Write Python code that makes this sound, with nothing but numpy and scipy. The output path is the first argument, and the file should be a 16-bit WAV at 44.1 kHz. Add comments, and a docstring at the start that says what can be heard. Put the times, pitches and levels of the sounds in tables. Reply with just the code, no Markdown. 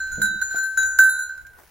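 """A plank pen, close to a feeding goat, heard through a stereo microphone in light wind.
A small metal bell swings at the goat's neck: the clapper strikes, bounces and damps it,
its paired modes beat against each other, and the planks return a short wash of the overtones.
The wooden trough rings as it is bumped and rubbed, hay crackles, a hoof knocks and shuffles.
Behind it all lies quiet outdoor air, with a little rumble of wind on the microphone."""
import sys
import numpy as np
from scipy import signal
from scipy.fft import rfft, irfft
from scipy.io import wavfile

SR = 44100
rng = np.random.default_rng(int(sys.argv[2]) if len(sys.argv) > 2 else 0)


def unload_wav(signal):
    """Save mono or channel-first audio to the path in sys.argv[1] as 16-bit WAV at rate SR, clipped to [-1, 1]."""
    wavfile.write(
        sys.argv[1],
        SR,
        np.round(np.clip(np.atleast_2d(signal).T, -1, 1) * 32767).astype(np.int16),
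    )


N = 74970
TIME = np.arange(N) / SR

# Clapper touches: t/s; relative level/dB of main tone, twin, second tone, second twin, cluster,
# shimmer, glint and contact tick; favoured partial f/Hz
CLAPPER_TOUCHES = [ (0, -22, -37, -55.5, -41, -37, -76, -70, -87, 7080),
                   (0.116, -27.5, -28, -54, -46.5, -36, -46.5, -45, -58, 6820),
                   (0.215, -15, -18, -32, -43, -27.5, -24.5, -26.5, -41, 7280),
                   (0.255, -18.5, -25, -30.5, -48, -34.5, -38.5, -46, -49.5, 6950),
                   (0.412, -15.5, -23, -49, -37.5, -30, -37.5, -39, -47, 6870),
                   (0.424, -25.5, -39, -53, -46, -26, -43.5, -46, -52.5, 6870),
                   (0.506, -23, -35, -47.5, -44.5, -36.5, -47, -49, -60.5, 7160),
                   (0.557, -21.5, -22.5, -46, -57, -28.5, -41, -37, -49.5, 7160),
                   (0.578, -18.5, -33, -58, -42, -29, -40, -36, -63, 7190),
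                   (0.629, -19, -37, -50, -44, -33.5, -33, -36.5, -59, 7140),
                   (0.659, -21.5, -46, -58.5, -52.5, -40, -39.5, -38, -56, 7160),
                   (0.772, -10.5, -24, -36.5, -52.5, -26.5, -30, -30.5, -47, 6820),
                   (0.786, -14, -30, -31, -51, -29, -33.5, -39, -56.5, 6820),
                   (.827, -14, -38, -37, -55.5, -28, -36.5, -39, -48.5, 6960),
                   (.855, -18.5, -30, -47, -55.5, -27, -37, -39, -54.5, 6950),
                   (0.986, -3, -18, -35, -42.5, -20.5, -27.5, -19, -33, 7230),
                   (1, -5.5, -26, -33, -46.5, -27, -26, -28, -47, 7280),
                   (1.031, -8.5, -24, -36.5, -55.5, -29, -27, -25.5, -46.5, 7280),
                   (1.09, -20.5, -24, -32, -40, -31, -24, -32, -56, 7280),
                   (1.187, -22, -29, -41.5, -45.5, -32.5, -31.5, -36.5, -66, 7120),
                   (1.219, -26.5, -27, -41.5, -41.5, -33, -32, -42, -67, 7160),
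                   (1.293, -26, -32.5, -61.5, -49, -48, -63, -64, -62, 7160),
                   (1.375, -36, -35.5, -56, -62, -58, -55, -67, -60, 7160),
                   (1.412, -53, -47, -70, -70, -59, -66, -60, -68, 7100),
                   (1.447, -39.5, -45, -76, -76, -72, -72, -64, -76, 7100),
                   (1.465, -41, -51, -70, -68.5, -64, -68.5, -56, -58.5, 7100),
                   (1.532, -51, -46.5, -80, -77, -76, -68, -59, -72, 6940)]
# Bell modes, family by family from low to high: f/Hz, level/dB within the family, t60/s
TWIN_MODE = [(1476, 0, .9)]
MAIN_MODE = [(1545, 0, .85)]
SECOND_MODE = [(3944, 0, 1.0)]
SECOND_TWIN_MODE = [(4077, 0, 1.0)]
CLUSTER_MODES = [(6816, -6, .55), (6949, -7, .65), (7082, -13, .6), (7158, -9, .6), (7279, -9, .6)]
SHIMMER_MODES = [(10485, -15, .33), (10581, -8, .36), (10910, -10, .36), (10981, -4, .4)]
GLINT_MODES = [(12550, -11, .24), (13530, -10, .18), (14174, -11, .14), (15217, -13, .13),
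               (15340, -10, .14), (15550, -13, .15)]
# The main tone goes briefly sharp: t/s, added f/Hz
MAIN_BEND = [(1.44, -0.5), (1.462, 40), (1.5, 34), (1.535, 0.5)]
# Main tone and twin radiate different ways. At the microphone: t/s, left-minus-right level/dB
MAIN_BALANCE = [(.45, -2), (.66, 4.5), (.8, 3), (1.04, -3), (1.15, -2), (1.3, -2)]
TWIN_BALANCE = [(.26, -9.5), (.5, 4.5), (.95, 9.5), (1.2, -3)]
def bell():
    """The neck bell, close by: a beating low pair, a second pair and three families of overtones."""
    starts, main, twin, second, second_twin, cluster, shimmer, glint, tick, _ = (
        np.transpose(CLAPPER_TOUCHES))
    low = dict(build_s=.0064, kick_rad=.47, choke_db_per_s=1201, scatter=.12)
    high = dict(build_s=.005, kick_rad=1.1, choke_db_per_s=350, scatter=.35)
    main_tone = ring(MAIN_MODE, main, turn_rad=.4, bend_hz=curve(MAIN_BEND), **low)
    twin_tone = ring(TWIN_MODE, twin, turn_rad=1.5, **low)
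    low_pair = pan(curve(MAIN_BALANCE)) * main_tone + pan(curve(TWIN_BALANCE)) * twin_tone
    overtones = (ring(SECOND_MODE, second, turn_rad=1.0, **high)
                 + pan(db=7) * ring(SECOND_TWIN_MODE, second_twin, turn_rad=1.0, **high)
                 + pan(db=7.5) * ring(CLUSTER_MODES, cluster, turn_rad=1.5, **high)
                 + pan(db=-1) * ring(SHIMMER_MODES, shimmer, turn_rad=1.5, **high)
                 + pan(db=4) * ring(GLINT_MODES, glint, turn_rad=1.5, **high))
    return low_pair + overtones + clapper_ticks(starts, tick) + from_db(-10) * pen_echo(overtones)


STRIKE_SPREAD_DB, FAVOUR_DB, FAVOUR_WIDTH_HZ = 1.1, 7, 49
MUFFLE_START_S, MUFFLE_DB_PER_S = 1.21, 103   # the bell settles against the coat and dies away faster
def ring(modes, levels_db, build_s, kick_rad, choke_db_per_s, scatter, turn_rad, bend_hz=0):
    """Each touch of the clapper raises or chokes the modes to a new level and throws them out of step."""
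    starts, *_, favoured_hz = np.transpose(CLAPPER_TOUCHES)
    last_touch = np.maximum(np.searchsorted(starts, TIME, side="right") - 1, 0)
    age = TIME - starts[last_touch]
    muffled_db = MUFFLE_DB_PER_S * np.clip(TIME - MUFFLE_START_S, 0, age)
    choke_db = choke_db_per_s * TIME
    out = 0
    for hz, db, t60 in modes:
        strength, shove = rng.standard_normal((len(starts), 2)).T
        # the spot that is struck favours one partial
        favour_db = FAVOUR_DB * np.exp(-((hz - favoured_hz) / FAVOUR_WIDTH_HZ) ** 2)
        struck_db = levels_db + db + favour_db + (len(modes) > 1) * STRIKE_SPREAD_DB * strength
        level_db = struck_db[last_touch] - 60 * age / t60 - muffled_db
        level_db = np.maximum.accumulate(level_db + choke_db) - choke_db   # limits how fast it can fall
        phase_kicks = np.exp(1j * np.cumsum(kick_rad * shove))[last_touch]
        envelope = smooth(from_db(level_db) * phase_kicks, build_s)   # builds up during contact
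        path = (turning(turn_rad) + scatter * reflections()) / np.hypot(1, scatter)
        tone = np.exp(2j * np.pi * np.cumsum(np.full(N, hz) + bend_hz) / SR)
        out = out + np.real(envelope * path * tone)
    return out


SWING_KNOTS_PER_S = 9
def turning(spread_rad):
    """As the bell turns, a mode reaches now one side of the microphone first, now the other."""
    knots = np.arange(64) / SWING_KNOTS_PER_S
    lead = np.interp(TIME, knots, rng.uniform(-spread_rad, spread_rad, len(knots)))
    return np.exp(1j * lead * np.array([[1], [-1]]))


def reflections():
    """The reflections of a mode reach each channel with a slowly wandering phase."""
    knots = np.arange(64) / SWING_KNOTS_PER_S
    phases = np.cumsum(rng.normal(0, 1, (2, len(knots))), axis=1) + rng.uniform(0, 2 * np.pi, (2, 1))
    return np.exp(1j * np.array([np.interp(TIME, knots, phase) for phase in phases]))


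PEN_T60_S = .1
# Spectrum of the clapper's contact noise: f/Hz, relative level/dB
TICK_SPECTRUM = [(300, -45), (800, -1.5), (1900, 9.5), (3000, -4.5), (5700, 2), (7600, 6), (8700, -27.5),
                 (10200, -2.5), (11500, 4.5), (15500, -6)]
def clapper_ticks(starts, levels_db):
    """Each contact gives a short burst of noise, with a fainter, longer tail from the pen."""
    contacts = smooth(clicks(np.column_stack([starts, levels_db + 8])), seconds=.002)
    envelope = decay(contacts, t60=.045) + from_db(-9) * decay(contacts, PEN_T60_S)
    return noise(TICK_SPECTRUM, alike=.16) * envelope


def pen_echo(x):
    """The planks return a short wash of reflections, different in each channel."""
    t = TIME[:SR // 4]
    echoes = rng.standard_normal((2, len(t))) * np.exp(-np.log(1000) * t / PEN_T60_S)
    echoes /= np.linalg.norm(echoes, axis=1, keepdims=True)
    return signal.oaconvolve(x, echoes, axes=1)[:, :N]


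RUB_START_S, RUB_END_S, RUB_FADE_S, SLIPS_PER_S = .207, .376, .03, 1100
# Bumps on the trough: t/s, force level/dB
TROUGH_BUMPS = [(.173, -33.5), (.180, -23), (.197, -24)]
# Modes of the trough: f/Hz, relative level/dB, t60/s
TROUGH_MODES = [(126, -17, 0.15), (204.5, -6, 0.12), (323, -13.5, 0.11), (335.8, -14, 0.1),
                (483.5, -15, 0.087), (635, -17, 0.042)]
def trough():
    """Right of centre, the trough is bumped, then judders in tiny slips as the goat rubs along it."""
    rubbing = np.clip(np.minimum(TIME - RUB_START_S, RUB_END_S - TIME) / RUB_FADE_S + .5, 0, 1)
    slips = (rng.random(N) < SLIPS_PER_S / SR) * rng.choice([-1, 1], N)
    friction = smooth(slips, seconds=.0029) * rubbing * from_db(-43)
    return pan(db=-3.5) * wood(clicks(TROUGH_BUMPS) + friction, TROUGH_MODES)


# Knocks of a hoof: t/s, force level/dB
HOOF_KNOCKS = [(.544, -38), (.548, -45.5), (.562, -49.5)]
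# Modes of the board: f/Hz, relative level/dB, t60/s
BOARD_MODES = [(153.4, 3, 0.028), (352, 1, 0.058), (530, 4.5, 0.03), (539, 2.5, 0.043), (682, 4, 0.047),
               (834, -3.5, 0.058), (1220, -9, 0.06)]
def hoof_knock():
    """On the same side, a hoof meets a board and rings it briefly."""
    return pan(db=-3.5) * wood(clicks(HOOF_KNOCKS), BOARD_MODES)


def wood(force, modes):
    """A force rings the damped modes of a wooden body, alternating in sign."""
    out = 0
    for k, (hz, db, t60) in enumerate(modes):
        radius, angle = np.exp(-np.log(1000) / (t60 * SR)), 2 * np.pi * hz / SR
        feedback = [1, -2 * radius * np.cos(angle), radius ** 2]
        mode = signal.lfilter([0, np.sin(angle)], feedback, force + 1e-18)
        out = out + (-1) ** k * from_db(db) * mode
    return out


# Hay being pulled: t/s, level/dB
HAY_LEVEL = [(0, -51), (.45, -54), (.58, -44.5), (.68, -59.5), (.8, -47), (.95, -55), (1.3, -59),
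             (1.5, -63.5), (1.7, -54.5)]
# Its spectrum: f/Hz, relative level/dB
HAY_SPECTRUM = [(800, 1.5), (2000, 6), (3300, -1), (6000, 2), (8700, -12.5), (10500, 3), (13000, -5.5),
                (16000, 5.5)]
def hay():
    """Hay rustles at the trough as the goat pulls at it."""
    return from_db(curve(HAY_LEVEL)) * crackle(HAY_SPECTRUM)


# Shuffling in the litter: t/s, relative level/dB
SHUFFLE_LEVEL = [(1.5, -73), (1.57, -60), (1.595, -49.5), (1.615, -57), (1.635, -54), (1.7, -81)]
# Its spectrum: f/Hz, relative level/dB
SHUFFLE_SPECTRUM = [(150, -8), (350, 0.5), (800, 1.5), (1800, -2), (3000, -20.5), (6000, -14.5),
                    (12000, -15), (16000, -8)]
def hoof_shuffle():
    """Near the end a hoof stirs the litter, a duller crackle than the hay."""
    envelope = from_db(curve(SHUFFLE_LEVEL) + 2.5) * (TIME > SHUFFLE_LEVEL[0][0])
    return envelope * crackle(SHUFFLE_SPECTRUM)


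def crackle(spectrum, snaps_per_s=2300, spread_db=1):
    """Many dry stalks snap, each with its own size and side."""
    sizes = from_db(spread_db * np.minimum(rng.exponential(1, N), 5))
    snaps = (rng.random(N) < snaps_per_s / SR) * sizes
    channel_gains = rng.standard_normal(N) + rng.standard_normal((2, N))
    return colour(snaps * channel_gains, spectrum)


# Wind on the microphone: t/s, level/dB
WIND_LEVEL = [(0, -58), (.14, -38.5), (.24, -49), (.45, -50.5), (.74, -64), (.77, -48), (.97, -55),
              (1.0, -62.5), (1.35, -60.5), (1.44, -51), (1.7, -70)]
# Its spectrum: f/Hz, relative level/dB
WIND_SPECTRUM = [(15, -3.5), (35, -3), (70, 4), (110, -8), (200, -20.5), (500, -38.5), (2000, -76.5)]
def wind():
    """Light puffs of air rumble right on the microphone, mostly on the left."""
    return from_db(curve(WIND_LEVEL)) * pan(db=10) * noise(WIND_SPECTRUM, alike=.5)


# Spectrum of the outdoor background: f/Hz, relative level/dB
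AIR_SPECTRUM = [(30, 3), (120, -1), (250, -12), (700, -6), (1200, -10.5), (3000, -17), (6500, -37),
                (8700, -18.5), (11000, -17.5), (16000, -25)]
def outdoor_air():
    """Quiet, steady air around the pen, the same in both channels."""
    return from_db(-61.5) * noise(AIR_SPECTRUM, alike=1)


def from_db(db):
    """Decibels to gain."""
    return 10 ** (np.asarray(db) / 20)


def curve(rows):
    """Join (t/s, value) rows by straight lines."""
    return np.interp(TIME, *np.transpose(rows))


def pan(db):
    """Left and right gains of constant power; positive is left."""
    gains = from_db(np.array([[.5], [-.5]]) * db)
    return gains / np.sqrt(np.mean(gains ** 2, axis=0))


def colour(x, spectrum):
    """Give a steady signal a smooth spectrum and unit power."""
    hz, db = np.transpose(spectrum)
    bins = np.maximum(np.fft.rfftfreq(N, 1 / SR), 1)
    gains = from_db(np.interp(np.log(bins), np.log(hz), db))
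    shaped = irfft(rfft(x) * gains, N)
    return shaped / np.sqrt(np.mean(shaped ** 2) + 1e-20)


def noise(spectrum, alike):
    """Coloured stereo noise with a left-right likeness from 0 to 1."""
    mid, side = rng.standard_normal((2, N))
    return colour(np.sqrt(1 + alike) * mid + np.sqrt(1 - alike) * side * [[1], [-1]], spectrum)


def smooth(x, seconds):
    """Spread every jump over a rounded ramp."""
    window = np.sin(np.pi * np.arange(0, seconds, 1 / SR) / seconds) ** 2
    return signal.oaconvolve(x, window / window.sum())[:N]


def clicks(rows):
    """One click for each (t/s, level/dB) row."""
    starts, db = np.transpose(rows)
    return np.bincount(np.clip(starts * SR, 0, N - 1).astype(int), from_db(db), N)


def decay(x, t60):
    """Each click starts an exponential decay."""
    return signal.lfilter([1], [1, -from_db(-60 / (t60 * SR))], x + 1e-18)


def scene():
    """The pen as it reaches the microphone, from the bell to the background."""
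    return bell() + trough() + hoof_knock() + hay() + hoof_shuffle() + wind() + outdoor_air()


def record(dry, ceiling=.92, cutoff_hz=15900):
    """The very highest peaks are rounded and the top of the treble is cut steeply."""
    rounded = dry / (1 + (dry / ceiling) ** 12) ** (1 / 12)
    return signal.sosfilt(signal.ellip(12, .1, 80, cutoff_hz, fs=SR, output="sos"), rounded)


dry = scene()
out = record(dry)
unload_wav(out)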